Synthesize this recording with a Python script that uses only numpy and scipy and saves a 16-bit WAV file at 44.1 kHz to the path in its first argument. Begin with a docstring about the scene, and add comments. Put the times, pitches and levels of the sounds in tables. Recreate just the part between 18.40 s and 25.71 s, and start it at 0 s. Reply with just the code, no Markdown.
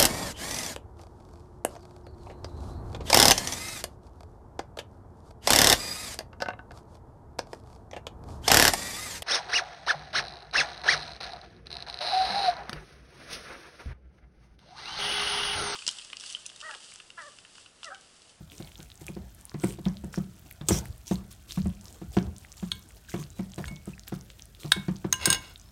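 """On a kitchen counter, a fork presses wet cloth in a thin steel bowl of liquid, heard close up.
Each push thumps the bowl with dying low tones, and liquid hisses and whistles through the weave as noise.
Small bubbles pop as very short tones, and escaping air squeaks in thin glides.
Now and then the fork clinks or scrapes: short noise or grit sets the tones of the steel ringing.
A low hum and faint air noise lie below, and the bowl leaves a short echo in the room."""
import sys
import numpy as np
from scipy import signal
from scipy.io import wavfile
from scipy.ndimage import uniform_filter1d

SR = 44100
rng = np.random.default_rng(int(sys.argv[2]) if len(sys.argv) > 2 else 0)


def materialize(psi):
    """Save the field psi as 16-bit PCM at rate SR to the path in sys.argv[1].

    A 1-D psi becomes a single channel; in a 2-D psi each row is a channel.
    """
    bounded = np.clip(np.atleast_2d(psi).T, -1, 1)
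    quanta = np.round(bounded * 32767).astype(np.int16)
    wavfile.write(sys.argv[1], SR, quanta)


N = 322415  # length of the scene in samples

# pushes that knock the bowl: start_s, level_db, then relative to it sway_db, upper_knock_db, slap_db
THUMPS = [(0.009, -39.5, -2, -10, -20), (0.203, -35.5, -2, 0, -12.5), (0.395, -43.5, 0, -1, -18),
          (0.616, -43.5, 2, 1.5, -15), (0.691, -30.5, -6, -4.5, -22), (0.768, -28, -18, -6.5, -20.5),
          (1.145, -29, 0, -3.5, -15.5), (1.239, -16, -15, -2.5, -18.5), (1.389, -29, -9, -5, -23),
          (1.463, -15, -17, -18, -23), (1.641, -27, -8.5, -11, -22), (1.778, -17, -13, -12, -25.5),
          (2.213, -35, 2.5, -5, -11.5), (2.29, -29.5, -12, 6.5, -3.5), (2.309, -14, -9.5, -2, -15.5),
          (2.34, -29, -2, -11, -9), (2.714, -14, -24, -9.5, -21), (3.176, -15.5, -13.5, -22.5, -23.5),
          (3.259, -16.5, -25, -16.5, -28), (3.618, -29.5, -12, -5.5, -18), (3.771, -11, -19, -5, -18.5),
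          (4.229, -21, -20, -17.5, -24.5), (4.743, -20.5, -25, -4.5, -15.5), (4.79, -35, 5.5, -3, -20),
          (4.995, -19.5, -19, -12.5, -21.5), (5.183, -25, -5.5, -4, -13.5), (5.311, -32, -3.5, -15, -27),
          (5.477, -29, -8, -5.5, -32), (5.724, -22.5, -8, -7.5, -19), (6.247, -31, 2, -3, -15),
          (6.365, -23, -9, -11, -19), (6.485, -16, -13, -13.5, -21), (6.648, -22.5, -13.5, -2, -17),
          (6.875, -24, -4, -1, -6.5)]
# tone colour of liquid forced through cloth: pitch_hz, density_db (per Hz)
HISS = [(1200, -45), (2000, -8.5), (3200, 2.5), (4500, -2.5), (6000, 2), (8500, 3), (10500, -4),
        (12500, -2.5), (15500, -8), (16400, -32)]
# pitches at which the fork and bowl wall ring: pitch_hz
STEEL_HZ = [1030, 1599, 2207, 2815, 2870, 3400, 3765, 4120, 4450, 5040, 5250, 6330, 6615, 8370, 9040, 9900,
            10510, 12050, 13300, 14800, 15250]


def gain_of(db):
    """Turns decibels into amplitude, 20 dB for each factor of ten."""
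    return 10 ** (np.asarray(db) / 20)


def evened(x):
    """Scales a signal to an average strength (rms) of 1."""
    return x / np.sqrt(np.mean(x ** 2) + 1e-20)


def add(mix, start_s, sound):
    """Mixes a sound in at a given time, cutting what runs past the end."""
    part = mix[max(round(start_s * SR), 0):][:len(sound)]
    part += sound[:len(part)]


def chatter(size):
    """Quick random unevenness of rms 1: noise averaged twice over size samples."""
    once = uniform_filter1d(rng.standard_normal(N), size)
    return evened(uniform_filter1d(once, size))


def noise(spectrum, patchy_db, size=512):
    """Noise of a given tone colour whose level drifts in patches of pitch and time."""
    hz = np.fft.rfftfreq(size, 1 / SR)
    curve_hz, curve_db = np.transpose(spectrum)
    real, imaginary, patches = rng.standard_normal((4 * N // size + 5, len(hz), 3)).T
    patches = uniform_filter1d(patches, size=6, axis=0)  # across pitch
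    patches = evened(uniform_filter1d(patches, size=10, axis=1))  # across time
    shape_db = np.interp(np.log(hz + 1), np.log(curve_hz + 1), curve_db, -120, -120)
    frames = (real + 1j * imaginary) * gain_of(shape_db[:, None] + patchy_db * patches)
    return evened(signal.istft(frames, nperseg=size, noverlap=3 * size // 4)[1][:N])


def resonate(x, hz, width_hz):
    """A moving resonance: shifts the pitch curve hz down to zero, smooths, and shifts back."""
    turn = np.exp(2j * np.pi * np.cumsum(hz * np.ones(len(x))) / SR)
    hold = np.exp(-np.pi * width_hz / SR)
    smooth = signal.lfilter([1 - hold], [1, -hold], x / turn + 1e-18)
    return 2 * (turn * smooth).real


def ring(hz, db, t60, t, phase=0):
    """A struck body: a sum of sines, each fading by 60 dB in its own time t60."""
    fade = gain_of(db[:, None] - 60 * t / t60[:, None])
    return (fade * np.sin(2 * np.pi * (hz[:, None] * t + phase))).sum(0)


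def kitchen_air():
    """Steady air noise with drifting patches, and an unchanging low hum of plain sines."""
    # tone colour of the air: pitch_hz, density_db (per Hz)
    air_colour = [(30, -29), (49, 5), (70, -6), (100, -8), (200, -12), (500, -33.5), (640, -20.5),
                  (1000, -37), (1400, -25), (2200, -34), (3500, -32.5), (8000, -35), (10500, -38),
                  (16300, -39)]
    # steady low hum: pitch_hz, level_db (rms)
    hum_tones = [(49, -61), (98, -68)]
    t = np.arange(N) / SR
    air = gain_of(-57) * noise(air_colour, patchy_db=2, size=2048)
    for hz, db in hum_tones:
        air = air + np.sqrt(2) * gain_of(db) * np.sin(2 * np.pi * hz * t)
    return air


def shudder():
    """How hard the counter trembles: a rest level, a dying shake with each push, a swell under each lean."""
    # the hand leans on the counter: middle_s, level_db
    leans = [(0.83, -51), (2.32, -35), (2.5, -40), (3.26, -35.5), (3.7, -40), (3.87, -40), (4.34, -44.5),
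             (5.27, -40), (6.31, -48), (6.8, -44), (6.94, -39)]
    rest_db, lean_s = -58, 0.039
    shake_db, shake_rise_s, shake_t60_s = -27, 0.019, 0.61  # shake level is relative to its push
    t = np.arange(N) / SR
    out, shake_t = np.full(N, gain_of(rest_db)), t[:SR]
    for start_s, level_db, *_ in THUMPS:
        fade = gain_of(level_db + shake_db - 60 * shake_t / shake_t60_s)
        add(out, start_s - shake_rise_s, fade * np.minimum(shake_t / shake_rise_s, 1))
    for middle_s, db in leans:
        out += gain_of(db) * np.exp(-((t - middle_s) / lean_s) ** 2)
    return out


def squirts():
    """Squirts swell, sag and fade: gives hiss level in dB, whistle pitch and slosh gain over time."""
    # liquid squirting through the cloth; levels are set against each other:
    # start_s, length_s, fade_t60_s, hiss_db, whistle_hz, slosh_db
    squirt_list = [(0.072, 0.16, 0.78, -56.5, 9100, -64), (0.368, 0.054, .5, -60.5, 6460, -67.5),
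                   (0.603, 0.02, 0.13, -55.5, 7100, -58), (0.661, 0.03, 0.19, -53.5, 9700, -62),
                   (0.97, 0.049, 0.23, -68, 6500, -60), (1.176, 0.15, 0.15, -48.5, 8500, -56),
                   (1.43, 0.046, 0.97, -60, 5000, -65), (1.719, 0.033, 0.34, -50.5, 5400, -58),
                   (2.044, 0.041, 0.18, -61.5, 3840, -66), (2.261, 0.028, .05, -53, 8250, -68),
                   (2.2858, .0015, .06, -15, 7500, -40), (2.292, .097, 0.052, -34, 5600, -46.5),
                   (2.37, 0.051, .6, -55, 3820, -59), (2.649, 0.093, 0.19, -47.5, 5840, -62),
                   (2.902, 0.027, 0.17, -54.5, 5140, -64), (3.068, 0.082, .5, -47.5, 4100, -64),
                   (3.393, 0.15, .6, -61, 7000, -62), (3.705, .09, 0.27, -53.5, 4800, -61),
                   (3.976, 0.081, 0.52, -64, 4200, -75), (4.158, .04, 1.5, -55, 7140, -64.5),
                   (4.678, 0.042, 0.37, -48.5, 6060, -67), (4.76, 0.078, 0.066, -56, 6470, -66),
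                   (4.947, 0.072, 0.52, -62, 4100, -63), (5.171, .04, 0.33, -51.5, 4470, -59),
                   (5.243, 0.043, 0.18, -60, 8160, -56), (5.441, 0.082, 0.13, -60.5, 5200, -60.5),
                   (5.665, .03, 0.038, -52, 7200, -56.5), (5.73, 0.024, 0.1, -53, 4500, -57),
                   (5.895, .02, 0.21, -62, 5900, -75), (5.978, 0.024, 0.38, -69, 4100, -69),
                   (6.179, 0.083, 1.3, -52.5, 3920, -62.5), (6.677, 0.41, 0.34, -61.5, 3470, -59.5)]
    seep_db, lap_db = -68.5, -68.5  # steady seeping hiss and lapping slosh
    rise_share = 0.37  # part of a squirt spent swelling
    sag_db, glide = -7, .1  # a held squirt loses pressure while its whistle climbs by this share
    wave_db, wave_t60_s = -9, 0.28  # slosh after each slap, relative to the slap
    t = np.arange(SR) / SR
    hiss, slosh = np.full(N, gain_of(seep_db)), np.full(N, gain_of(lap_db))
    weight = np.full(N, gain_of(2 * seep_db))
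    pitch = 6000 * weight  # the pitch is an average in which the strongest squirt counts most
    for start_s, length_s, t60, hiss_db, whistle_hz, slosh_db in squirt_list:
        done = np.minimum(t / length_s, 1)
        swell = np.minimum(done / rise_share, 1) ** 2
        fade_db = -60 * np.maximum(t - length_s, 0) / t60
        shape = swell * gain_of(sag_db * (done - rise_share) + fade_db)
        jet = gain_of(hiss_db) * shape
        add(hiss, start_s, jet)
        add(slosh, start_s, gain_of(slosh_db) * shape)
        add(weight, start_s, jet ** 2)
        add(pitch, start_s, jet ** 2 * whistle_hz * (1 + glide * (done - .5)))
    for start_s, level_db, *_, slap_db in THUMPS:
        add(slosh, start_s, gain_of(level_db + slap_db + wave_db - 60 * t / wave_t60_s))
    return 20 * np.log10(hiss), pitch / weight, slosh


def liquid():
    """Sputtering hiss with a wandering whistle, slosh below it, and the counter's rumble."""
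    # tone colours of moving liquid and of the counter: pitch_hz, density_db (per Hz)
    slosh_colour = [(150, -11), (300, 3.5), (600, -2), (1200, -6), (2400, -15), (4000, -65), (6000, -54)]
    rumble_colour = [(25, -50), (40, -10), (50, -1), (66, 3), (90, -3), (140, -14)]
    hiss_db, whistle_hz, slosh_gain = squirts()
    hiss = noise(HISS, patchy_db=1.6)
    whistling = np.clip((hiss_db + 64) / 24, 0, 1.2)  # harder squeezes whistle more
    hiss = hiss + whistling * evened(resonate(hiss, whistle_hz, 600))
    sputter_db = np.clip(-(hiss_db + 30) / 5, 1.5, 4) * chatter(60)  # a strong jet flows evenly
    slosh = noise(slosh_colour, patchy_db=4.5, size=1024)
    rumble = noise(rumble_colour, patchy_db=1.5, size=4096)
    return hiss * gain_of(hiss_db - 4 + sputter_db) + slosh * slosh_gain + rumble * shudder()


def squeaks():
    """Air leaving the cloth: thin gliding sines of slightly unsteady level."""
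    # squeaks, levels set against each other: start_s, end_s, start_hz, end_hz, level_db
    squeak_list = [(4.898, 4.995, 3850, 4030, -67), (5.108, 5.135, 3900, 4100, -66),
                   (7.196, 7.314, 4870, 5470, -66.5), (4.685, 4.695, 1750, 1440, -48.5),
                   (4.73, 4.737, 2010, 2100, -49), (5.534, 5.542, 2550, 2580, -47.5)]
    out, waver = np.zeros(N), chatter(300)
    for start_s, end_s, start_hz, end_hz, db in squeak_list:
        count = round((end_s - start_s) * SR)
        glide_hz = np.linspace(start_hz, end_hz, count)
        tone = np.sin(2 * np.pi * np.cumsum(glide_hz) / SR)
        add(out, start_s, gain_of(db + 2) * tone * signal.windows.tukey(count, .3))
    return out * gain_of(2 * waver)


def pop(hz, cycles):
    """A bubble wall snaps: a tone with a soft start that dies away over a few cycles."""
    turns = np.arange(400) * hz / SR
    fade = np.exp(-turns / max(cycles, .3))
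    return fade * (1 - np.exp(-turns / .4)) * np.sin(2 * np.pi * turns)


def clear_pops():
    """Single bubbles bursting in the weave, and a few sharp clicks, each one short dying tone."""
    # bubbles and sharp clicks, levels set against each other: start_s, level_db, pitch_hz, fade_cycles
    pop_list = [(0.0999, -42, 3400, 2.6), (0.1188, -31.5, 2860, 0.83), (0.1814, -29.5, 6120, 1.3),
                (0.225, -33, 3920, 1.4), (0.247, -41, 4300, 3), (0.274, -41, 3300, 3),
                (0.3183, -35, 2970, .85), (0.3561, -36, 3520, 2.2), (0.3793, -36, 5810, 1.2),
                (0.404, -30, 3450, 0.8), (0.4296, -33, 6460, 1.1), (0.502, -32, 3670, 0.78),
                (0.5175, -33, 3730, 1.5), (0.556, -38, 7580, 1.8), (0.5765, -38, 6370, 1.6),
                (0.667, -17, 8500, 0.53), (0.6823, -31, 2420, 3.4), (0.7516, -36, 4800, 1.1),
                (0.9487, -35, 11150, 1.6), (1.0111, -34, 8310, 1.5), (1.0537, -30, 9600, 4.6),
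                (1.0956, -29, 4950, 1), (1.1175, -32, 1390, 0.45), (1.1425, -36, 4480, 1.1),
                (1.1994, -34, 6240, 1.8), (1.239, -27, 2200, 1.5), (1.2451, -25, 8960, 3.3),
                (1.455, -28, 3600, 2.3), (1.4843, -30.5, 5700, 1.7), (1.5702, -30.5, 4060, 1.2),
                (1.6455, -31.5, 8200, 0.95), (1.742, -24, 1530, 0.75), (1.7597, -31.5, 5600, 3.1),
                (1.995, -35, 14000, 1.2), (2.1115, -24, 13000, 1.1), (2.112, -36, 2200, 1.9),
                (2.126, -30, 11400, 1.5), (2.213, -37, 3570, 3.2), (2.2863, -12, 7000, .8),
                (2.456, -30, 1890, 0.72), (2.4564, -25, 11000, 0.8), (2.67, -31, 6200, 1.8),
                (2.6795, -26.5, 6000, 1.8), (2.7126, -28, 5800, 1.3), (2.7565, -31.5, 4180, 2.3),
                (2.9279, -33.5, 10000, 1.9), (3.1088, -28, 3730, 2.6), (3.1216, -16.5, 5130, 0.73),
                (3.2192, -31, 4550, 1.1), (3.2716, -33, 8150, 2.1), (3.4115, -30.5, 6500, 0.82),
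                (3.4558, -29.5, 5510, 1.16), (3.4823, -33, 5470, 1.55), (3.5268, -31.5, 7860, 1.3),
                (3.7687, -24, 1490, 0.77), (3.7868, -20, 3360, 0.66), (3.8281, -33, 5640, 1.3),
                (3.965, -32, 6120, 1.1), (3.9827, -29.5, 8450, 1.7), (4.0486, -37, 2030, 1.7),
                (4.1192, -31, 5990, 1.7), (4.126, -29, 6980, 1.1), (4.3936, -35, 12320, 1.8),
                (4.4895, -38, 9200, 2.3), (4.4242, -40, 6290, 1.2), (4.507, -42, 2100, 1.1),
                (4.696, -33, 3000, .6), (4.718, -37, 2000, 1.1), (4.733, -35, 5500, 1.1),
                (4.764, -39, 3450, 3), (4.828, -28, 2410, 0.44), (4.8387, -31.5, 4610, 1.3),
                (4.9037, -34.5, 7100, 1.9), (5.119, -35, 5900, 1.8), (5.1364, -35, 3400, 1.7),
                (5.1438, -32, 7750, 1.5), (5.1604, -29, 7670, 1), (5.242, -23.5, 1690, 1.07),
                (5.2557, -32, 3430, 1.4), (5.3598, -36, 6060, 1.8), (5.3644, -37, 3550, 1.8),
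                (5.4566, -34, 8800, 1.9), (5.58, -38, 1860, 1.3), (5.5953, -26.5, 6060, 1.04),
                (5.6354, -37, 4500, 1.3), (5.6788, -18, 3630, 0.33), (5.6828, -22, 12700, 1.6),
                (5.811, -33.5, 6030, 1.5), (5.9024, -24.5, 3230, 0.45), (5.9957, -33, 3420, 1.3),
                (6.022, -31.5, 5960, 2.6), (6.0558, -33.5, 9470, 1.5), (6.149, -37.5, 3630, 1.3),
                (6.2334, -26.5, 2930, 0.68), (6.2607, -31, 4900, 1.1), (6.5597, -37, 4730, 2.1),
                (6.5662, -35, 6120, 2.1), (6.6444, -27, 1560, 0.55), (7.159, -33.5, 3700, 2.7),
                (7.1784, -39, 8480, 1.8), (7.198, -39, 6000, 2.5), (7.2146, -38, 6460, 1.8)]
    out = np.zeros(N)
    for start_s, db, hz, cycles in pop_list:
        add(out, start_s, gain_of(db + 6.0) * pop(hz, cycles))
    return out


def fizz():
    """Tiny bubbles at random moments, thicker and louder as the cloth is squeezed."""
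    per_s, thicken = 800, .4  # bubbles near a -60 dB hiss; dB of thickening for each dB more hiss
    when, size = rng.random((2, N))
    hiss_db = np.minimum(squirts()[0], -45)
    rate = per_s * gain_of(thicken * (hiss_db + 60) + 4 * chatter(400))
    bubble_db = 0.45 * hiss_db - 25 - 4.06 * np.log(size + 0.0077)  # many small, few large
    train = (when < rate / SR) * gain_of(bubble_db)
    kind = rng.integers(0, 16, N)  # which of 16 pitches
    out = np.zeros(N)
    for k, hz in enumerate(np.geomspace(2500, 15000, 16)):
        out += signal.oaconvolve(train * (kind == k), (hz / 7000) ** .45 * pop(hz, 1.57))[:N]
    return out


def scrape():
    """The fork drags on the wall: uneven grit keeps the steel's tones humming briefly."""
    # strength of the drag: time_s, level_db
    drag = [(6.76, -77), (6.81, -40), (6.855, -33), (6.9, -34.5), (6.95, -33), (6.98, -56), (7.06, -52),
            (7.12, -55), (7.2, -100)]
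    drag_s, drag_db = np.transpose(drag)
    level_db = np.interp(np.arange(N) / SR, drag_s, drag_db)
    grit = rng.standard_normal(N) * gain_of(level_db + 2.2 * chatter(150))
    hz = np.array(STEEL_HZ)
    mode_db = -4.0 * np.log2(hz / 2800) ** 2
    # held and wet, the wall rings briefly
    body = ring(hz, mode_db, np.full(len(hz), .02), np.arange(SR // 10) / SR)
    body[0] = 2.4  # the rasp of the tines itself
    out, start_s = np.zeros(N), drag_s[0]
    add(out, start_s, signal.fftconvolve(grit[round(start_s * SR):], body / np.linalg.norm(body)))
    return out


def clinks():
    """Fork on steel: a short crack and a lingering ring, both coloured by where the fork lands."""
    # clinks: start_s, crack_db, crack colour as low_db (under 3 kHz), upper_db (near 6), high_db (near 9),
    # then ring_db near 1.6, 2.2, 2.85, 3.8, 7.5 and over 10.5 kHz
    clink_list = [(4.3166, -18, -11, -20, -18, -51, -57, -59, -50, -53.5, -56),
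                  (5.2799, -34, 9, -8, -3, -68, -46, -50, -60, -55, -71),
                  (6.3187, -5, -11, -28, -17, -36, -37.5, -45, -46, -47, -36),
                  (6.726, -11.5, 3, 2.5, -2.5, -35, -58, -43, -39, -42, -56),
                  (6.7385, -28.5, 11, -5, 1, -42, -56, -26, -48, -52, -60),
                  (6.856, -8.5, -2, 4, -2, -28.5, -41, -37, -31, -34, -25),
                  (6.9019, -13, -7, -1, .5, -28, -43, -26, -28, -27, -39),
                  (6.9274, -16, 1, 5, 0, -47, -40, -25.5, -27, -34, -50),
                  (6.9455, -24, -3, -4, -5, -38, -46.5, -28, -38, -45, -56)]
    # how each steel tone rings, one row per pitch: relative_db, fade_t60_s
    steel_ring = [(-6, 0.27), (1.5, 0.21), (3, 0.33), (-13, 0.061), (-5, 0.14), (-9, .2), (-1, 0.11),
                  (-8, 0.11), (-23, 0.07), (-22, .08), (-11, .1), (-9, 0.18), (9.5, 0.063), (9, 0.11),
                  (7, 0.076), (-14, .06), (-11, 0.25), (-11, 0.14), (-10, 0.07), (-9, .06), (-7, .05)]
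    out, rings, t = np.zeros(N), np.zeros(N), np.arange(SR // 2) / SR
    hz, (db, t60) = np.array(STEEL_HZ), np.transpose(steel_ring)
    bursts = rng.standard_normal((len(clink_list), 1000))
    phases = rng.random((len(clink_list), len(hz), 1))
    for row, burst, phase in zip(clink_list, bursts, phases):
        start_s, level_db, low, upper, high, *rings_db = row
        top = -5 + 1.7 * high  # the crack over 12 kHz follows its colour near 9 kHz
        crack_db = np.interp(
            hz, [1030, 1600, 2200, 2850, 3400, 3770, 4450, 5000, 6700, 8400, 10500, 12000],
            [low - 3, low, low - 10, low, -6, 0, -8, upper, upper, high, high, top])
        # cloth and liquid soak up the first swing
        body = ring(hz, crack_db, np.full(len(hz), .011), t[:800], phase)
        blow = burst * gain_of(-60 * t[:1000] / 0.018)
        blow[0] += 5  # the first contact
        crack = np.convolve(blow, body / np.linalg.norm(body))
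        add(out, start_s, gain_of(level_db) * crack * (1 - np.exp(-t[:len(crack)] / 0.00068)))
        ring_db = np.interp(hz, [1600, 2200, 2850, 3770, 7500, 10500], rings_db)
        add(rings, start_s, ring(hz, db + ring_db, t60, t, phase) * (1 - np.exp(-t / 0.00043)))
    return out + rings * gain_of(2 * chatter(200))  # sloshing liquid makes the ring unsteady


def thumps():
    """A wet slap, then a soft push of a few ms rings the low tones; the first swings ring louder before
    settling into a weaker tail."""
    # tone colour of the slap: pitch_hz, density_db (per Hz)
    slap_colour = [(500, 1.5), (1000, 6), (2000, -0.5), (3500, -6.5), (6000, -12.5), (10000, -37)]
    # bowl and counter together, pitch and fade varied a little by each push:
    # pitch_hz, relative_db, fade_t60_s, group (rounded: 0 main, 1 sway, 2 upper knock, 3 edge)
    base_modes = [(183.6, -2.5, 0.19, 0.5), (209.6, -14, 0.3, 0.5), (122.1, -7, 0.6, 2),
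                  (150.6, 2, 0.24, 1), (254.5, -10, .12, 2), (332.2, 4, 0.079, 2), (391.5, -3.5, 0.079, 2),
                  (531, -2.5, 0.064, 3), (703.4, 3.5, 0.036, 3), (895, -7, 0.059, 3),
                  (1064, -13.5, 0.044, 3)]
    (out, slaps, snaps), t = np.zeros((3, N)), np.arange(SR // 2) / SR
    hz, db, t60, group = np.transpose(base_modes)
    group = np.round(group).astype(int)
    damping, slap_rise = 0.67 + 0.61 * np.exp(-t / 0.037), 1 - np.exp(-t / .002)
    chance = rng.standard_normal((len(THUMPS), 2, len(base_modes)))
    for (start_s, level_db, sway_db, upper_db, slap_db), (detune, phase) in zip(THUMPS, chance):
        edge_db = -6 + 0.84 * upper_db  # the edge tones follow the upper knock
        lasting = .78 - 0.0169 * upper_db  # a harder knock is held tighter and rings shorter
        modes_db = level_db + db + np.array([0, sway_db, upper_db, edge_db])[group]
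        sound = ring(hz * (1 + 0.017 * detune), modes_db, t60 * lasting, t, 0.19 * phase[:, None])
        add(out, start_s - .003, sound * (1 - np.exp(-t / 0.0039)) * damping)
        wet_db = level_db + slap_db
        add(slaps, start_s - .004, gain_of(wet_db - 60 * t / 0.073) * slap_rise)
        add(snaps, start_s - .004, gain_of(wet_db - 9 - 60 * t / .015) * slap_rise)
    # the treble is over first
    return out + slaps * noise(slap_colour, patchy_db=2.0) + snaps * noise(HISS, patchy_db=3)


def room(x):
    """Echo of the room: sparse taps of random sign, the treble dying first."""
    taps = np.zeros(SR // 2)
    at = np.arange(100, len(taps) - 20, 20)
    taps[at + rng.integers(0, 20, len(at))] = rng.choice([-1., 1.], len(at))
    hz, t, frames = signal.stft(taps, SR, nperseg=256)
    t60 = np.interp(hz, [200, 2000, 12000], [.4, .3, .15])
    tail = signal.istft(frames * gain_of(-60 * t / t60[:, None]), SR, nperseg=256)[1]
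    return signal.fftconvolve(x, tail / np.linalg.norm(tail))[:N]


def scene():
    """Kitchen air, liquid, squeaks, bubbles, fork and thumps; the last three also echo in the room."""
    air = kitchen_air()
    sharp = clear_pops() + fizz() + scrape() + clinks()
    knocks = thumps()
    echo = room(gain_of(-14) * knocks + gain_of(-16.5) * sharp)
    return (air + liquid() + squeaks() + sharp + knocks + echo)[None]


def record(dry):
    """The small microphone drops the deepest bass; then a filter cuts all above its edge."""
    edge_hz = 16250
    high_pass = signal.butter(4, 38, "high", fs=SR, output="sos")
    thinned = signal.sosfilt(high_pass, dry)
    low_pass = signal.firwin(511, edge_hz, window=("kaiser", 9), fs=SR)
    return signal.oaconvolve(thinned, low_pass[None], "same")


dry = scene()
out = record(dry)
materialize(out)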